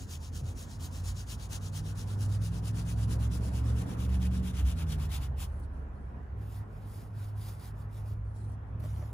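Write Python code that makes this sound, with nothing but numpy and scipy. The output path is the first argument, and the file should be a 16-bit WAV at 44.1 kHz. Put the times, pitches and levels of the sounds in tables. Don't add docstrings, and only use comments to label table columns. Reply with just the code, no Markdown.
import sys
import numpy as np
from scipy import signal
from scipy.fft import rfft, irfft, next_fast_len
from scipy.io import wavfile
from scipy.ndimage import uniform_filter1d

SR = 44100
rng = np.random.default_rng(int(sys.argv[2]) if len(sys.argv) > 2 else 0)


def pcm_store(signal):
    levels = np.round(np.clip(np.atleast_2d(signal), -1, 1) * 32767)
    wavfile.write(sys.argv[1], SR, levels.astype(np.int16).T)


N = 402633
TIME = np.arange(N) / SR

# (time [s], relative level of deep rumble [dB], of exhaust roar [dB], of tyre wash [dB])
STREET = [(0, -46, -55, -61.5), (.35, -46.5, -56, -59.5), (1.3, -46, -59, -58.5), (1.83, -46, -54.5, -58),
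          (2.6, -46, -54, -56.5), (3.2, -41.5, -51, -54.5), (3.89, -43.5, -46, -52),
          (4.37, -41, -50.5, -56.5), (4.9, -42.5, -56, -55), (5.74, -48.5, -57.5, -57.5),
          (6.61, -47.5, -66, -57.5), (7.14, -47, -73, -59.5), (7.86, -48, -63, -58),
          (8.32, -50.5, -61.5, -60), (8.82, -46.5, -60.5, -58), (9.13, -53, -57, -57.5)]
# (frequency [Hz], relative level [dB])
RUMBLE = [(25, -35), (40, -8.5), (60, 5), (110, -6), (170, -13), (260, -18), (400, -55)]
ROAR = [(90, -23), (160, 1), (250, 1.5), (350, -10.5), (500, -9), (800, -29), (1500, -43)]
WASH = [(180, -27), (300, -9), (417, -4), (476, -8), (744, -5.5), (863, -7.5), (1070, -8), (1180, -10.5),
        (1420, -11.5), (2040, -21), (4420, -41.5), (5760, -41), (15500, -50)]
# (frequency [Hz], likeness [0-1], phase by which right leads [rad])
STREET_PAIR = [(60.3, 0.99, 0.5), (204, 0.96, -0.5), (377, 0.84, -0.36), (760, 0.07, -2.5), (1324, 0.06, 4),
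               (2580, 0.46, -7), (4350, 0.05, -6.5), (6540, 0.7, 8), (9000, 0.8, 5), (15500, .85, 9)]
# (time [s], rate [Hz])
TRUCK_SPEED = [(0, 15.7), (.6, 16.8), (1.2, 18.2), (1.8, 19.5), (2.4, 20.6), (3, 21.56), (3.6, 22.4),
               (4.1, 22.9), (4.46, 23.1), (4.7, 21.3), (5, 18.7), (5.35, 15.9), (5.7, 14), (6.1, 13.1),
               (6.6, 12.8)]
# (time [s], relative level of the lower order [dB], of the higher [dB])
ORDERS_3_5 = [(0, -52, -44), (.8, -50, -44.5), (1.1, -41, -38), (1.34, -48, -55), (1.55, -48.5, -38.5),
              (2.06, -49, -40.5), (2.3, -39, -31.5), (2.8, -39, -39), (3.21, -30, -30), (3.42, -36, -38),
              (3.72, -27.5, -32.5), (3.87, -44, -39.5), (4.07, -29.5, -35.5), (4.4, -32, -43.5),
              (4.51, -43.5, -38), (4.65, -24.5, -54), (4.79, -51, -60), (4.94, -36, -42), (5.25, -47, -42),
              (5.5, -43, -38.5), (5.9, -49, -43), (6.59, -60, -48)]
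ORDERS_4_8 = [(0, -50, -58), (1.05, -57, -53), (1.44, -67, -61), (1.82, -49, -42.5), (2.14, -50, -54),
              (2.3, -43, -47.5), (2.66, -62, -44), (2.99, -51, -42.5), (3.3, -50, -47), (3.76, -50, -48),
              (4.37, -51, -34.5), (4.51, -60, -43.5), (4.62, -35.5, -47.5), (4.94, -38, -39.5),
              (5.3, -34, -48), (5.7, -52, -56), (6.59, -65, -54)]
# (time [s], relative level of order 2 [dB], of order 6 [dB], of a whine at order 11.4 [dB])
ORDERS_WEAK = [(0, -62, -52.5, -68), (1.8, -62, -49.5, -62), (2.5, -62, -45, -67),
               (3.12, -50, -43.5, -52.5), (3.73, -52, -54, -52), (4.32, -48, -53, -54.5),
               (4.74, -69, -61, -60.5), (6.59, -65, -49, -65)]
# (time [s], frequency [Hz], relative level [dB])
HUM_STRONG = [(6.3, 106.9, -49), (6.6, 102.5, -39.5), (6.7, 102, -50.5), (7.14, 103, -42),
              (7.5, 102.8, -38), (7.6, 103, -50), (7.7, 103.9, -40), (8.7, 105.2, -42), (8.8, 105.5, -37.5),
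              (9.13, 105.6, -45.5)]
HUM_HIGH = [(7.4, 138, -68), (7.7, 143.3, -55), (8.25, 143, -62), (8.88, 146.1, -49), (9.13, 140, -62)]
HUM_RISING = [(7.9, 57.9, -53), (8.22, 62.93, -43.5), (8.69, 69.73, -44.5), (9.13, 72.3, -43)]
HUM_LOW = [(6.4, 57.2, -50), (7.2, 49, -51.5), (7.6, 56.8, -49), (9.13, 55.5, -51)]
# (time [s], frequency [Hz], level [dB])
BIRD_NOTES = [
    [(5.915, 7900, -92), (5.94, 9400, -88), (5.965, 10800, -88), (5.99, 10700, -90)],
    [(6.0, 9500, -84), (6.04, 9050, -85), (6.06, 9200, -85), (6.11, 8700, -87), (6.14, 7900, -88),
     (6.17, 7900, -92)],
    [(6.225, 7850, -92), (6.255, 8250, -86), (6.285, 7800, -92)],
    [(6.62, 8300, -90), (6.65, 8050, -83), (6.675, 7750, -90)],
]
# (time [s], relative level at onset [dB])
TICKS = [(5.6, -56), (6.232, -63), (8.52, -60)]
# (time [s], level at onset [dB], frequency [Hz])
THUDS = [(0.414, -32, 131), (.435, -28, 101), (0.469, -29.5, 93)]
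# (time [s], relative level [dB], left minus right [dB])
KNOCKS = [(8.806, -54, 1), (8.84, -47, -2), (8.85, -50, 0), (8.858, -50, 0), (9.025, -46.5, -3),
          (9.037, -51, -5)]
# (frequency [Hz], relative level [dB], time to decay 60 dB [s])
KNOCK_MODES = [(610, 5, 0.034), (1170, -4, .03), (1690, -10, .02), (4220, -16, .01)]
# (start time [s], length [s], relative level [dB], change of level over the length [dB])
SLEEVE = [(5.453, 0.22, -75, 3), (5.718, 0.14, -75, -8), (5.93, 0.32, -82, -11), (8.15, .06, -80, -10),
          (8.23, 0.15, -80, 4), (8.343, .22, -67, -7.5), (8.657, 0.07, -85, 0)]
# (time [s], relative level [dB])
WIPE = [(8.785, -98), (8.802, -58), (8.815, -68), (8.84, -58.5), (8.92, -63), (9.0, -61.5), (9.1, -69),
        (9.13, -76)]
# (frequency [Hz], relative left level [dB], relative right level [dB], likeness [0-1], right leads [rad])
SLEEVE_COLOUR = [(1500, -8, -8, 0.96, -8), (2700, -12, -21, 0.58, 5), (4230, -2, -3, 0.67, -9),
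                 (5000, -9, -7, 0.48, -0.58), (5860, -4, -8, 0.71, 3), (6600, -7, -7, 0.74, -9),
                 (8800, -4, -3, 1, 1.5), (10500, -2, -3, 0.92, 0.5), (12500, -18.0, -15, 0.84, -1),
                 (15500, -19, -18, 0.86, 3)]
WIPE_COLOUR = [(900, 6, 7.5, 0.79, 5), (2110, 3.1, 1, 0.65, 0), (3366, -0.3, -7, 0.39, -7),
               (5000, -1, -5.6, 0.6, 1.5), (6600, -3.5, -4, 0.96, -0.5), (10500, -1.5, -2, 0.78, 0.5),
               (15500, -7.0, -6, 0.87, 0.18)]
PAD_LOW = [(900, -6, -11, 1, 0), (1460, -7.5, -6, 0.73, -1.2), (2060, -10, -14.5, 0.6, -1.5),
           (2780, -0.5, -8, 1, -2.5), (3400, -1.5, -13, 0.1, 0.5), (4200, -1.3, -6, 0.94, 1),
           (5000, -1, -4.5, 0.78, -0.3), (5660, -1, -3.5, 0.9, -0.5), (6500, -0.5, 0.5, 1, -0.5),
           (7840, -4.5, -4, 0.8, -1), (8900, -4.1, -5, 0.76, 0.7), (10500, -6.5, -5.5, 0.88, -0.35),
           (12400, -10.5, -11, 1, 0), (15500, -11, -10, 0.7, 0.17)]
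PAD_MIDDLE = [(900, -8, -4.5, 0.83, -0.3), (1430, 1, -1, 1, -1.5), (2080, -6, -12, 0.51, -1),
              (2730, 0.5, -3, 0.64, -1.8), (3420, 0, -9, 0.72, -2), (4200, 0, -7, 0.3, 1.5),
              (5060, 1, -14, 0.32, 0.3), (5940, -2, -1, 0.49, -0.5), (6600, -0.5, -10.5, 0.73, 0.5),
              (7600, -3, 1.5, 0.85, -0.1), (9000, -0.5, -2.5, 1, 0.3), (10700, -5, -3.5, 0.86, 0),
              (12700, -9, -10, 1, -0.11), (15500, -11.3, -10, 0.87, 0)]
PAD_HIGH = [(900, -6, -5, 0.77, 8), (1530, -4, -6, 1, 5), (2080, -4, -7, 0.42, 5),
            (2700, 0.5, -2, 0.84, 4.5), (3470, 0, -3, 0.65, 5), (4130, -4.5, -8.4, 0.57, 4),
            (5100, -5, -13, 0.34, 4), (5730, -1.5, -18, 0.21, 3), (6650, -8, -6.5, 0.5, 1),
            (7700, -3.5, -8, 0.82, 0), (8800, -7.5, -6, 1, 0), (10500, -8, -8.5, 0.98, 0.2),
            (12600, -10, -9.5, 1, 0), (15500, -14.4, -16, 0.89, 0)]
PAD_RIM = [(900, 2.5, 5.5, 0.39, -0.73), (1510, -13, -1, 0.58, 0.1), (2110, -2, -9, 1, -0.084),
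           (2700, -4.5, -7, 0.82, -0.7), (3400, -1.5, -5, 1, -1.1), (4180, -3.5, -4.5, 0.72, -0.83),
           (4900, 0, -4, 0.66, -1.2), (5800, -6.5, -5, 0.67, -0.66), (6600, -6, -7, 0.96, -0.39),
           (7600, -3.5, -5.5, 0.92, -0.55), (9000, -2, -0.9, 0.9, 0.49), (10500, -2.5, -2.5, 0.77, 0.12),
           (12500, -2.5, -2.5, 1, 0.19), (15500, -5, -4, 0.93, 0.0073)]
SPOT_S = [.9, 2.9, 4.8, 6.0]
# (start time [s], length [s], relative peak level [dB])
STROKES = [(-0.051, 0.13, -52.5), (0.041, 0.16, -48), (0.162, 0.165, -53), (0.291, 0.15, -49.3),
           (0.395, 0.171, -54.5), (0.522, 0.16, -49.5), (0.619, 0.19, -55.5), (0.763, 0.147, -48.3),
           (0.863, 0.19, -52), (1.001, 0.15, -46.5), (1.11, 0.16, -51.1), (1.239, 0.14, -46),
           (1.353, 0.141, -51), (1.47, 0.132, -45), (1.569, 0.16, -51.5), (1.694, 0.14, -45.5),
           (1.798, 0.16, -52.0), (1.919, 0.15, -49.5), (2.02, 0.169, -53.5), (2.147, 0.15, -49.5),
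           (2.246, 0.16, -53.0), (2.371, 0.15, -49.5), (2.471, 0.16, -53.5), (2.597, 0.14, -48.5),
           (2.702, 0.16, -50), (2.82, 0.145, -48.5), (2.927, 0.16, -51.0), (3.048, 0.14, -48),
           (3.155, 0.15, -51.5), (3.272, 0.14, -49.5), (3.36, 0.18, -52.5), (3.482, 0.16, -50.5),
           (3.583, 0.19, -53.5), (3.709, 0.16, -50.3), (3.82, 0.165, -53), (3.937, 0.16, -50),
           (4.042, 0.17, -52.5), (4.163, 0.146, -49), (4.266, 0.17, -52), (4.391, 0.15, -49),
           (4.496, 0.16, -49.5), (4.613, 0.15, -47), (4.729, 0.14, -49.5), (4.835, 0.151, -48.5),
           (4.947, 0.15, -50), (5.064, 0.15, -43.5), (5.173, 0.12, -51), (5.344, 0.14, -47),
           (6.318, 0.24, -68), (6.408, 0.26, -61), (6.615, 0.265, -70.9), (6.708, 0.45, -60),
           (7.072, 0.29, -59.3), (7.284, 0.34, -55), (7.533, 0.21, -56), (7.701, 0.19, -66.5),
           (7.853, 0.22, -62), (7.98, 0.21, -64)]

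FRAME, HOP = 256, 64
EDGE_HZ = 15740
SKEW_FROM_HZ, SKEW_TURN_HZ = 6500, 3720
LAG = 9
LEAN, PEAKED = 1.18, 4.88
DRAG_DB, DRAG_S = -18, 0.022
PULL_DB, PUSH_DB = -2, 0.
SWING_DB, SLOW_DB = 2.5, -2.5
RUSTLE_EDGE_S = 0.023


def amp(db):
    return 10 ** (np.asarray(db) / 20)


def evened(x):
    return x / np.sqrt(np.mean(abs(x) ** 2) + 1e-20)


def columns(rows, at, outside=None):
    key, *values = np.transpose(rows)
    return [np.interp(at, key, v, outside, outside) for v in values]


def add(mix, s, sound):
    part = mix[..., max(round(s * SR), 0):][..., :sound.shape[-1]]
    part += sound[..., :part.shape[-1]]


def drift(hz):
    noise = rng.standard_normal(N // HOP + 1)
    slow = signal.lfilter(*signal.butter(2, hz, fs=SR / HOP), noise)
    return np.interp(np.arange(N) / HOP, np.arange(len(slow)), evened(slow))


def tone(hz, db, waver, fading_db):
    level = np.sqrt(2) * amp(db + fading_db * drift(3.7))
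    turns = np.cumsum(hz) / SR + rng.random()
    return level * np.sin(2 * np.pi * turns + waver * drift(6.5))


def pair(a, b, left, right, like, frame):
    own = np.sqrt(np.clip(1 - abs(like) ** 2, 0, 1))
    z = np.array([left * a, right * (like * a + own * b)])
    return signal.istft(z, nperseg=frame, noverlap=frame - frame // 4)[1][:, :N]


def smooth_patches(noise, width_0, width_1):
    return evened(uniform_filter1d(uniform_filter1d(noise, width_0, 0), width_1, 1))


def street():
    hz = np.fft.rfftfreq(1024, 1 / SR)
    t = np.arange(N // 256 + 5) * 256 / SR
    a, b, c, d, patches = rng.standard_normal((len(t), 513, 5)).T
    patches = smooth_patches(patches, 10, 14)
    power = 0
    for shape, db in zip((RUMBLE, ROAR, WASH), columns(STREET, t)):
        shape_hz, shape_db = np.transpose(shape)
        colour_db = np.interp(np.log(hz + 1), np.log(shape_hz), shape_db, -100, -100)
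        power = power + np.outer(evened(amp(colour_db)), amp(db)) ** 2
    patchy_db = (1.28 + 0.92 * np.clip(hz / 5000, 0, 1))[:, None]
    gain = np.sqrt(power) * amp(patchy_db * patches) / np.sqrt(1024)
    like, phase = columns(STREET_PAIR, hz)
    like = (np.clip(like, 0, 1) * np.exp(1j * phase))[:, None]
    return pair(a + 1j * b, c + 1j * d, gain * amp(6.0), gain * amp(7.0), like, 1024)


def engines():
    cycle = columns(TRUCK_SPEED, TIME)[0]
    out = np.zeros(N)
    for orders, rows in (((3, 5), ORDERS_3_5), ((4, 8), ORDERS_4_8), ((2, 6, 11.4), ORDERS_WEAK)):
        for order, db in zip(orders, columns(rows, TIME)):
            out += tone(order * cycle, db, 0.13, 1.32)
    out *= np.clip((TRUCK_SPEED[-1][0] - TIME) / 0.13, 0, 1)
    for rows, waver in ((HUM_STRONG, .3), (HUM_HIGH, .8), (HUM_RISING, 1.5), (HUM_LOW, 1.5)):
        fade_in = np.clip((TIME - rows[0][0]) / 0.081, 0, 1)
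        out += fade_in * tone(*columns(rows, TIME), waver, 2.0)
    late = np.concatenate([np.zeros(LAG), out[:-LAG]])
    return np.array([out * amp(0.17), late * amp(1.04)])


def bird():
    out = np.zeros(N)
    for rows in BIRD_NOTES:
        t = np.arange(rows[0][0], rows[-1][0], 1 / SR)
        hz, db = columns(rows, t)
        whistle = np.sqrt(2) * amp(db) * np.sin(2 * np.pi * np.cumsum(hz) / SR)
        add(out, t[0], whistle * signal.windows.tukey(len(t), .3))
    return out


def ticks_and_thuds():
    out, t = np.zeros(N), TIME[:6000]
    for s, db in TICKS:
        bright_noise = np.diff(rng.standard_normal(len(t)))
        add(out, s, amp(db - 60 * t[1:] / .006) * bright_noise)
    for s, db, hz in THUDS:
        add(out, s, amp(db - 60 * t / 0.23) * np.sin(2 * np.pi * hz * t))
    return out


def knocks():
    out, t = np.zeros((2, N)), TIME[:6000]
    ring = sum(amp(db - 60 * t / t60) * np.sin(2 * np.pi * hz * t) for hz, db, t60 in KNOCK_MODES)
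    for s, db, pan_db in KNOCKS:
        add(out, s, ring * amp(db + np.array([[pan_db / 2], [-pan_db / 2]])))
    return out


def spot(table, hz):
    left_db, right_db, like, phase = columns(table, hz)
    band = (hz > 600) * (hz < EDGE_HZ + 300)
    scale = np.sqrt(np.mean(band * (amp(left_db) ** 2 + amp(right_db) ** 2) / 2))
    left = band * amp(left_db) / scale
    right = band * amp(right_db) / scale
    return np.array([left, right, np.clip(like, 0, 1) * np.exp(1j * phase)])


def bristles(level, spots, spot_s, bright_db, per_s, spread_db, flutter_db, patchy_db):
    bunch = level * amp(flutter_db * drift(90.) + flutter_db * drift(23.0))
    ticks = rng.standard_normal((2, N)) * (rng.random((2, N)) < per_s / SR)
    size_db = spread_db * np.minimum(rng.exponential(1, (2, N)), 4)
    ticks = evened(ticks * amp(size_db))
    hz, t, z = signal.stft(ticks * bunch, SR, nperseg=FRAME, noverlap=FRAME - HOP)
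    colours = np.array([spot(s, hz) for s in spots])
    place = np.interp(t, spot_s, np.arange(len(spots)))
    share = np.clip(1 - abs(place - np.arange(len(spots))[:, None]), 0, 1)
    left, right, like = np.einsum("skf,st->kft", colours, share)
    slope = np.clip(np.log2((hz + 1) / 6500) / 1.8, -1, 1)[:, None]
    tilt_db = slope * np.interp(t, TIME, bright_db * np.ones(N))
    patches = smooth_patches(rng.standard_normal(z[0].shape), 3, 28)
    z = z * amp(tilt_db + patchy_db * patches)
    return pair(z[0], z[1], left, right, like, FRAME)


def rustles():
    level = amp(columns(WIPE, TIME, -150)[0])
    for s, length, db, change_db in SLEEVE:
        t = np.arange(0, length, 1 / SR)
        edges = np.clip(np.minimum(t, length - t) / RUSTLE_EDGE_S, 0, 1)
        add(level, s, amp(db + change_db * t / length) * edges)
    wipe_s = WIPE[0][0]
    return bristles(level, [SLEEVE_COLOUR, WIPE_COLOUR], [wipe_s - .02, wipe_s], 0, 25000, 1.4, 0.63, 3.0)


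def brush():
    power, bright = np.zeros(N), np.full(N, SLOW_DB)
    for k, (s, length, db) in enumerate(STROKES):
        t = np.arange(max(-s, 0), length, 1 / SR)
        swing = abs(np.sin(np.pi * (t / length) ** LEAN))
        add(power, s, amp(db) ** 2 * swing ** PEAKED)
        add(bright, s, ((PULL_DB, PUSH_DB)[k % 2] + SWING_DB) * swing ** 2)
    keep = np.exp(-1 / (DRAG_S * SR))
    power = power + amp(DRAG_DB) ** 2 * signal.lfilter([1 - keep], [1, -keep], power)
    pad = [PAD_LOW, PAD_MIDDLE, PAD_HIGH, PAD_RIM]
    return bristles(np.sqrt(power), pad, SPOT_S, bright, 30000, 1.5, 0.75, 1.62)


def scene():
    return street() + engines() + bird() + ticks_and_thuds() + knocks() + rustles() + brush()


def record(dry):
    size = next_fast_len(N + 4096)
    hz = np.fft.rfftfreq(size, 1 / SR)
    early = np.exp(2j * np.pi * np.maximum(hz - SKEW_FROM_HZ, 0) / SKEW_TURN_HZ)
    skewed = np.array([dry[0], irfft(rfft(dry[1], size) * early, size)[:N]])
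    cut = signal.sosfilt(signal.butter(8, 39., "high", fs=SR, output="sos"), skewed)
    low_pass = signal.firwin(1023, EDGE_HZ, window=("kaiser", 9), fs=SR)
    return signal.oaconvolve(cut, low_pass[None], "same")


dry = scene()
out = record(dry)
pcm_store(out)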